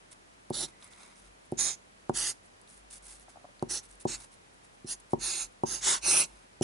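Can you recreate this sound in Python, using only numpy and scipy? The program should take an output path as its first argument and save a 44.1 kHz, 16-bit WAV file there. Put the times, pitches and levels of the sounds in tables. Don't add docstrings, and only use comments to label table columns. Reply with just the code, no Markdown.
import sys
import numpy as np
from scipy import signal
from scipy.io import wavfile

SR = 44100
rng = np.random.default_rng(int(sys.argv[2]) if len(sys.argv) > 2 else 0)


def generate_wav(sig):
    pcm = np.round(np.clip(np.atleast_2d(sig).T, -1, 1) * 32767).astype(np.int16)
    wavfile.write(sys.argv[1], SR, pcm)


def linear_from_db(decibels):
    return 10 ** (np.asarray(decibels, float) / 20)


N = 292383

# (t/s, level/dB, tick level/dB re the landing, hardness/dB per octave, contact time/ms)
LANDINGS = [(.503, -21, -23, -1.5, 1.38), (1.52, -19, -27, 0.5, 1.76), (2.0931, -17, -22.5, -0.5, 0.98),
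            (3.6231, -19.5, -18, -2, 1.16), (4.051, -16.5, -27, 0.1, 1.42), (4.843, -26.5, -29, 2, 3.2),
            (5.131, -14.5, -24, 0, 1.29), (5.633, -18, -21, -0.9, 1.22), (6.609, -14.5, -23.5, -1, 1.8)]
# (f/Hz, relative level/dB, t60/s)
DESK_MODES = [(113.4, -27, 0.63), (160, -1, 0.048), (239.5, -2.5, 0.046), (357, 8, 0.029),
              (412, -26, 0.035), (559, 1.5, 0.02), (742, -1, 0.027), (764.6, 0.5, 0.044), (927, -5, 0.034),
              (1017, -11, 0.062), (1390, 0.5, 0.0137)]
# (f/Hz, width/Hz)
NIB_MODES = [(1600, 730), (2150, 274), (2700, 340), (3600, 560), (4300, 500), (4850, 490), (5400, 640),
             (6100, 695), (6750, 660), (7900, 890), (8800, 830), (9700, 1090), (10600, 1300)]
# (f/Hz, left minus right level/dB)
BALANCE = [(60, 0.0), (130, 0.0), (270, -1.5), (560, -2), (1190, -2), (2510, -2.5), (5290, -5.0),
           (11200, 0.5)]


def rms_one(x):
    return x / np.sqrt(np.mean(x ** 2) + 1e-20)


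def in_time(rows):
    s, *columns = np.transpose(rows)
    return [np.interp(np.arange(N) / SR, s, c) for c in columns]


def at_hz(points, hz):
    return np.interp(np.log(hz), np.log(np.array(points)[:, 0]), np.array(points)[:, 1])


def resonate(x, hz, width_hz):
    r, w = np.exp(-np.pi * width_hz / SR), 2 * np.pi * hz / SR
    return signal.lfilter([(1 - r * r) / 2, 0, (r * r - 1) / 2], [1, -2 * r * np.cos(w), r * r], x + 1e-18)


def ring(x, hz, t60):
    r, w = linear_from_db(-60 / (t60 * SR)), 2 * np.pi * hz / SR
    return signal.lfilter([1, -r * np.cos(w)], [1, -2 * r * np.cos(w), r * r], x + 1e-18)


def drift(rate_hz):
    r = np.exp(-80 * np.pi * rate_hz / SR)
    white = rng.standard_normal(N // 40 + 2002)
    slow = signal.lfilter([1], [1, -2 * r, r * r], white)[2000:]
    return np.interp(np.arange(N) / 40, np.arange(len(slow)), rms_one(slow))


def friction(per_s, spread_db, flutter_db):
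    sizes = linear_from_db(spread_db * np.minimum(rng.exponential(1, (2, N)), 5))
    sizes = sizes * rng.choice([-1, 1], (2, N))
    happens = rng.random((2, N)) < per_s / SR
    return sizes * happens * linear_from_db(flutter_db * drift(110))


def stereo(pair, apart, pan_db, lag=0):
    both = pair[0] + apart * pair[1] * [[1], [-1]]
    left, right = both * linear_from_db(pan_db * np.array([[.5], [-.5]]))
    return np.array([left, np.roll(right, lag)])


def rumble_level():
    # (crest t/s, level/dB, half length/s)
    own_swells = [(1.28, -63, 0.084), (2.83, -65.5, 0.093), (3.1, -63, 0.23), (3.94, -61.5, 0.085),
                  (5.45, -59.5, 0.056), (5.86, -56, 0.055), (6.09, -58, 0.15), (6.34, -63, 0.084)]
    wobble_db, wobble_s = -40, 0.096
    t = np.arange(N) / SR
    rows = own_swells + [(s + wobble_s, db + wobble_db, wobble_s) for s, db, *_ in LANDINGS]
    return linear_from_db(-73) + sum(linear_from_db(db) * np.exp(-2 * ((t - s) / half) ** 2) for s, db, half in rows)


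def room_tone():
    # (f/Hz, relative level/dB per Hz)
    hiss_spectrum = [(12, -36), (20, -24), (48, -21.5), (101, -1), (119, -9.5), (192, -8), (326, -6.5),
                     (403, -6), (449, -6.5), (570, -6), (724, -6.5), (1740, -10.5), (3970, -19),
                     (9800, -22.5), (11500, -23), (15000, -68), (22000, -120)]
    # (f/Hz, correlation)
    likeness = [(60, 0.32), (170, 0.59), (490, -0.47), (1380, -0.66), (3920, -0.13), (11200, 0.18)]
    # (f/Hz, level/dB)
    mains_lines = [(200, -75), (299, -90)]
    hiss, edges = 0, 20 * 2 ** np.arange(0, 9.4, 1 / 3)
    white = rng.standard_normal((2, 2, N))
    for k, (low, high) in enumerate(zip(edges, edges[1:])):
        band = signal.butter(2, [low, high], "band", fs=SR, output="sos")
        mid, side = signal.sosfilt(band, white[k % 2])
        hz = np.sqrt(low * high)
        alike = np.clip(at_hz(likeness, hz), -.99, .99)
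        pair = np.sqrt(1 + alike) * mid + np.sqrt(1 - alike) * side * [[1], [-1]]
        hiss = hiss + linear_from_db(at_hz(hiss_spectrum, hz)) * pair
    hum = sum(linear_from_db(db) * rms_one(resonate(white[0, 0], hz, 3.4)) for hz, db in mains_lines)
    pitch_hz = 46 + 3.04 * drift(4.53)
    rumble = np.sin(2 * np.pi * np.cumsum(pitch_hz) / SR) * np.sqrt(2)
    rumble = rumble * rumble_level() * linear_from_db(0.53 * drift(3.1))
    return linear_from_db(-57.5) * rms_one(hiss) + hum + rumble * linear_from_db([[.6], [-.6]])


def walls(x):
    t = np.arange(round(.3 * SR)) / SR
    noise = rng.standard_normal((2, len(t))) * (t > .006)
    hollow = linear_from_db(4.5) * resonate(noise, 213, 250) * linear_from_db(-60 * t / 0.38)
    tail = noise * linear_from_db(-60 * t / 0.2) + hollow
    return signal.fftconvolve(x, tail / np.sqrt(len(t) / 20), axes=1)[:, :N]


def desk_rocking(near):
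    # (t/s, signed share)
    rocking_share = [(.6, -0.49), (1.6, -0.29), (2.2, -0.37), (3.7, 0.5), (4.1, 0.95), (5.2, 0.97),
                     (5.65, 1.4), (5.9, 1.9), (6.6, 0.27)]
    rocking = near.mean(0) * in_time(rocking_share)[0]
    for hz in [820, 930, 1040]:
        rocking = resonate(rocking, hz, 160)
    twisting = resonate(resonate(near.mean(0), 240, 120), 347, 130)
    return (linear_from_db(22.0) * rocking + linear_from_db(-5.5) * twisting) * [[-1], [1]]


def sleeve():
    # (start t/s, length/s, level/dB, f/Hz, width/Hz)
    s, length, db, hz, width_hz = (.72, .45, -67.5, 2051, 350)
    part = np.clip((np.arange(N) / SR - s) / length, 0, 1)
    grains = friction(5000, spread_db=-2.5, flutter_db=1.5)
    rustle = rms_one(resonate(resonate(grains, hz, width_hz), hz, width_hz))
    return linear_from_db(db) * stereo(rustle, 0.36, -1.5) * np.maximum(np.sin(np.pi * part), 0) ** 0.15


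def brushing():
    # (start t/s, length/s, level/dB, brightness/dB per octave)
    brushes = [(0.111, 0.028, -50, 0.5), (0.669, 0.042, -55.5, -3), (0.798, 0.1, -56, -3),
               (0.903, 0.063, -57.5, -2), (0.957, 0.16, -55.5, -3), (1.096, 0.052, -61, -4),
               (1.147, 0.087, -61, 0), (1.212, 0.1, -64.5, -2), (1.444, 0.028, -68, 16),
               (2.427, 0.051, -64.5, 6), (2.669, 0.11, -57.5, 2), (2.762, 0.055, -61, 3.),
               (2.9, 0.091, -46.5, 2), (3.02, 0.18, -50.5, 1.5), (3.197, 0.05, -59, 3.),
               (3.281, 0.055, -58.5, -1), (3.828, 0.047, -54.5, 1), (3.881, 0.078, -59.5, 1),
               (3.952, 0.012, -63, 7), (3.996, 0.039, -50.5, 2), (4.162, 0.11, -50.5, -0.5),
               (4.313, 0.053, -58, 1.), (4.531, 0.02, -67, 9), (4.631, 0.043, -62, -1),
               (4.723, 0.045, -69, 6), (5, 0.012, -56.5, 0), (5.095, 0.053, -56, 0.5),
               (6.255, 0.23, -64, -3)]
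    # (f/Hz, relative level/dB)
    skin_spectrum = [(290, -43), (500, -13), (768, -10), (1210, -29), (1400, -7.5), (3380, -13), (7990, -7),
                     (9580, -1.5), (11200, -15), (14600, -41), (22000, -120)]
    grains, out = rms_one(friction(6000, spread_db=1.5, flutter_db=2.5)), np.zeros((2, N))
    for s, length, db, bright_db in brushes:
        span = slice(round(s * SR), round((s + length) * SR))
        part = np.linspace(0, 1, span.stop - span.start)
        sound = 0
        for j, (hz, width_hz) in enumerate([(800, 1700)] + NIB_MODES):
            gain = (-1) ** j * linear_from_db(at_hz(skin_spectrum, hz) + bright_db * np.log2(hz / 6000))
            pair = resonate(grains[:, span], hz, 0.88 * width_hz)
            sound = sound + gain * stereo(pair, 0.54, at_hz(BALANCE, hz))
        out[:, span] += linear_from_db(db) * rms_one(sound) * np.sin(np.pi * part ** 0.75) ** 0.85
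    return out


def small_contacts(rows, cycles, rise, others_db):
    out = np.zeros(N)
    for s, db, hz in rows:
        turns = np.arange(round(3 * cycles * SR / hz)) * hz / SR
        others = np.sin(2 * np.pi * 0.49 * turns) + np.sin(2 * np.pi * 1.47 * turns)
        shape = np.sin(2 * np.pi * turns) + linear_from_db(others_db) * others
        shape = shape * linear_from_db(-60 * turns / cycles) * (1 - np.exp(-turns / rise))
        out[round(s * SR):][:len(shape)] += linear_from_db(db) * shape / np.abs(shape).max()
    return out


def paper_ticks():
    # (t/s, peak level/dB, f/Hz)
    tick_rows = [(0.1176, -37, 8700), (0.5017, -28.5, 10800), (0.825, -41, 3620), (0.844, -31, 10600),
                 (0.877, -42, 8100), (0.9351, -42, 3730), (1.1584, -49, 5800), (1.5182, -34, 9700),
                 (1.7774, -49, 6720), (2.615, -39, 9710), (2.6763, -48, 3880), (2.7014, -42, 9200),
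                 (2.7434, -38, 11000), (3.1971, -37, 10200), (3.595, -41.5, 4300), (3.913, -39, 8600),
                 (3.955, -44, 9600), (5.0005, -39, 9430), (5.5238, -45, 9890)]
    return small_contacts(tick_rows, cycles=12.0, rise=0.79, others_db=-12)


def hand_knocks():
    # (t/s, peak level/dB, f/Hz)
    knock_rows = [(3.283, -44.5, 744), (3.358, -43, 736), (3.371, -40, 740), (3.411, -55, 694),
                  (3.444, -40, 654), (3.451, -39.5, 690), (3.489, -53, 560)]
    return small_contacts(knock_rows, cycles=11.0, rise=0.43, others_db=-14)


def landings():
    out, tick, t = np.zeros(N), np.zeros(N), np.arange(round(.25 * SR)) / SR
    chance = rng.standard_normal((len(LANDINGS), len(DESK_MODES)))
    for (s, level_db, tick_db, hard_db, contact_ms), spread in zip(LANDINGS, chance):
        blow = -np.sin(np.pi * np.minimum(1000 * t / contact_ms, 1)) ** 2
        blow = blow / -blow.sum()
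        echo = np.roll(blow, round(0.00832 * SR))
        at = round((s + .0024) * SR)
        for (hz, db, t60), own in zip(DESK_MODES, spread):
            both = blow + 0.29 * echo * min(1, 420 / hz) ** 2
            gain = linear_from_db(level_db + db - 7.5 + hard_db * np.log2(hz / 350) + 0.24 * own)
            out[at:at + len(t)] += gain * ring(both, hz, t60)[:N - at]
        tick[at - round(.001 * SR)] = linear_from_db(level_db + tick_db)
    tick = signal.lfilter([1], [1, -linear_from_db(-60 / (0.015 * SR))], tick) * rng.standard_normal(N)
    return out + resonate(tick, 5300, 14000)


def sheet_scatter(sound):
    t = np.arange(500) / SR
    scatter = rng.standard_normal((2, 2, 500)) * linear_from_db(-14.5 - 60 * t / 0.029)
    scatter = scatter * np.minimum(t / 0.0011, 1)
    turn = np.linspace(0, np.pi / 2, sound.shape[1])
    out = 0
    for share, one in zip([np.cos(turn), np.sin(turn)], scatter):
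        out = out + share * signal.fftconvolve(sound, stereo(one, 0.9, 0), axes=1)[:, :len(turn)]
    return out / np.sqrt(20)


def strokes():
    # (start t/s, speed-up/s, travel/s, slow-down/s, hiss level/dB, gain by the end of travel/dB)
    stroke_rows = [(0.52, 0.025, 0.089, 0.042, -36, 3.5), (1.568, 0.033, 0.078, 0.092, -26.5, -2.5),
                   (2.128, 0.045, 0.12, 0.046, -30.5, -0.5), (3.684, 0.024, 0.057, 0.053, -32.5, -1.5),
                   (4.065, 0.023, .058, 0.029, -38, 2), (4.856, 0.032, 0.036, 0.037, -38.5, 4.5),
                   (5.181, 0.066, 0.17, .065, -32, -2), (5.65, 0.022, 0.062, 0.1, -39, 6),
                   (5.798, 0.081, 0.034, 0.094, -25.5, 0.8), (6.004, 0.075, .13, 0.06, -24.5, 1.5),
                   (6.616, 0.016, .02, .02, -27, .6)]
    # (low resonances/dB, middle ones/dB, top ones at full speed/dB, favoured f/Hz,
    # its lift/dB, push before the desk/dB re hiss)
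    grip_rows = [(-4.5, 4.5, 8.5, 3340, 6.5, -12.5), (1.5, 1, 7, 6330, 8, -22), (0.5, 1, 7, 6000, 2, -23.5),
                 (-3, -1, 7, 6100, 2.5, -18.5), (5, 4, 4, 7600, 7.5, -20), (-6, 0.5, 5.5, 9400, 2, -21),
                 (1.5, 2, 5, 7200, 1.5, -23.5), (1.2, 1, 6.5, 6080, 5, -18), (3, 1.2, 2, 6500, 2.5, -18.5),
                 (-0.5, -2.5, 11.5, 2470, 9, -19), (4, .6, 12.5, 2900, 13, -22)]
    mode_levels = [-10, -8, -8.5, -8, -2.5, -5.5, -0.5, -0.5, 0, -3.5, -5, -2, -7.5]
    rounding = 0.63
    favour_octaves, top_power = 0.16, 3.55
    hiss, push = np.zeros((2, N)), np.zeros(N)
    fibres = friction(14000, spread_db=0.0, flutter_db=0.6)
    wander = [linear_from_db(1.74 * drift(8.3)) for mode in NIB_MODES]
    for stroke, grip in zip(stroke_rows, grip_rows):
        s, up, travel, down, db, gain_db = stroke
        low_db, middle_db, top_db, best_hz, best_db, press_db = grip
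        corners = s + np.cumsum([0, up, travel, down])
        span = slice(round(s * SR), min(N, round(corners[-1] * SR)))
        speed = in_time(np.transpose([corners, [0, 1, linear_from_db(gain_db / 2), 0]]))[0][span]
        ease = in_time(np.transpose([corners, [0, 1, 1, 0]]))[0][span]
        speed = speed * (1 + rounding * (1 - ease))
        sound, chance = 0, rng.standard_normal((len(NIB_MODES), 2))
        for j, ((hz, width_hz), own_db) in enumerate(zip(NIB_MODES, mode_levels)):
            lift_db = top_db * (speed / speed.max()) ** top_power * (hz > 8400)
            lift_db = lift_db + low_db * (hz < 3000) + middle_db * (3000 < hz < 5100)
            lift_db = lift_db + best_db * np.exp(-.5 * (np.log2(hz / best_hz) / favour_octaves) ** 2)
            pair = resonate(fibres[:, span], hz, width_hz) * wander[j][span] * linear_from_db(own_db + lift_db)
            lag = round(.07 * chance[j, 1] * SR / hz)
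            pan_db = at_hz(BALANCE, hz) + 1.1 * chance[j, 0]
            sound = sound + (-1) ** j * stereo(pair, 0.11, pan_db, lag)
        sound = sound + sheet_scatter(sound)
        hiss[:, span] += rms_one(sound) * linear_from_db(db) * speed ** 2
        push[span] += rms_one(fibres[0, span]) * linear_from_db(db + press_db) * speed ** 2
    desk = sum((-1) ** j * linear_from_db(db) * ring(push, hz, t60) for j, (hz, db, t60) in enumerate(DESK_MODES))
    return hiss + linear_from_db(-28.0) * desk


def scene():
    near = strokes() + landings() + brushing() + sleeve()
    near = near + hand_knocks() + paper_ticks()
    near = near + desk_rocking(near)
    near = signal.sosfilt(signal.butter(2, 95, "high", fs=SR, output="sos"), near)
    return near + linear_from_db(-19.5) * walls(near) + room_tone()


def low_pass(x):
    return signal.sosfilt(signal.butter(12, 11750, fs=SR, output="sos"), x)


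def record(dry):
    mix = signal.sosfilt(signal.ellip(10, .5, 38, 11050, fs=SR, output="sos"), dry)
    return low_pass(mix)


dry = scene()
out = record(dry)
generate_wav(out)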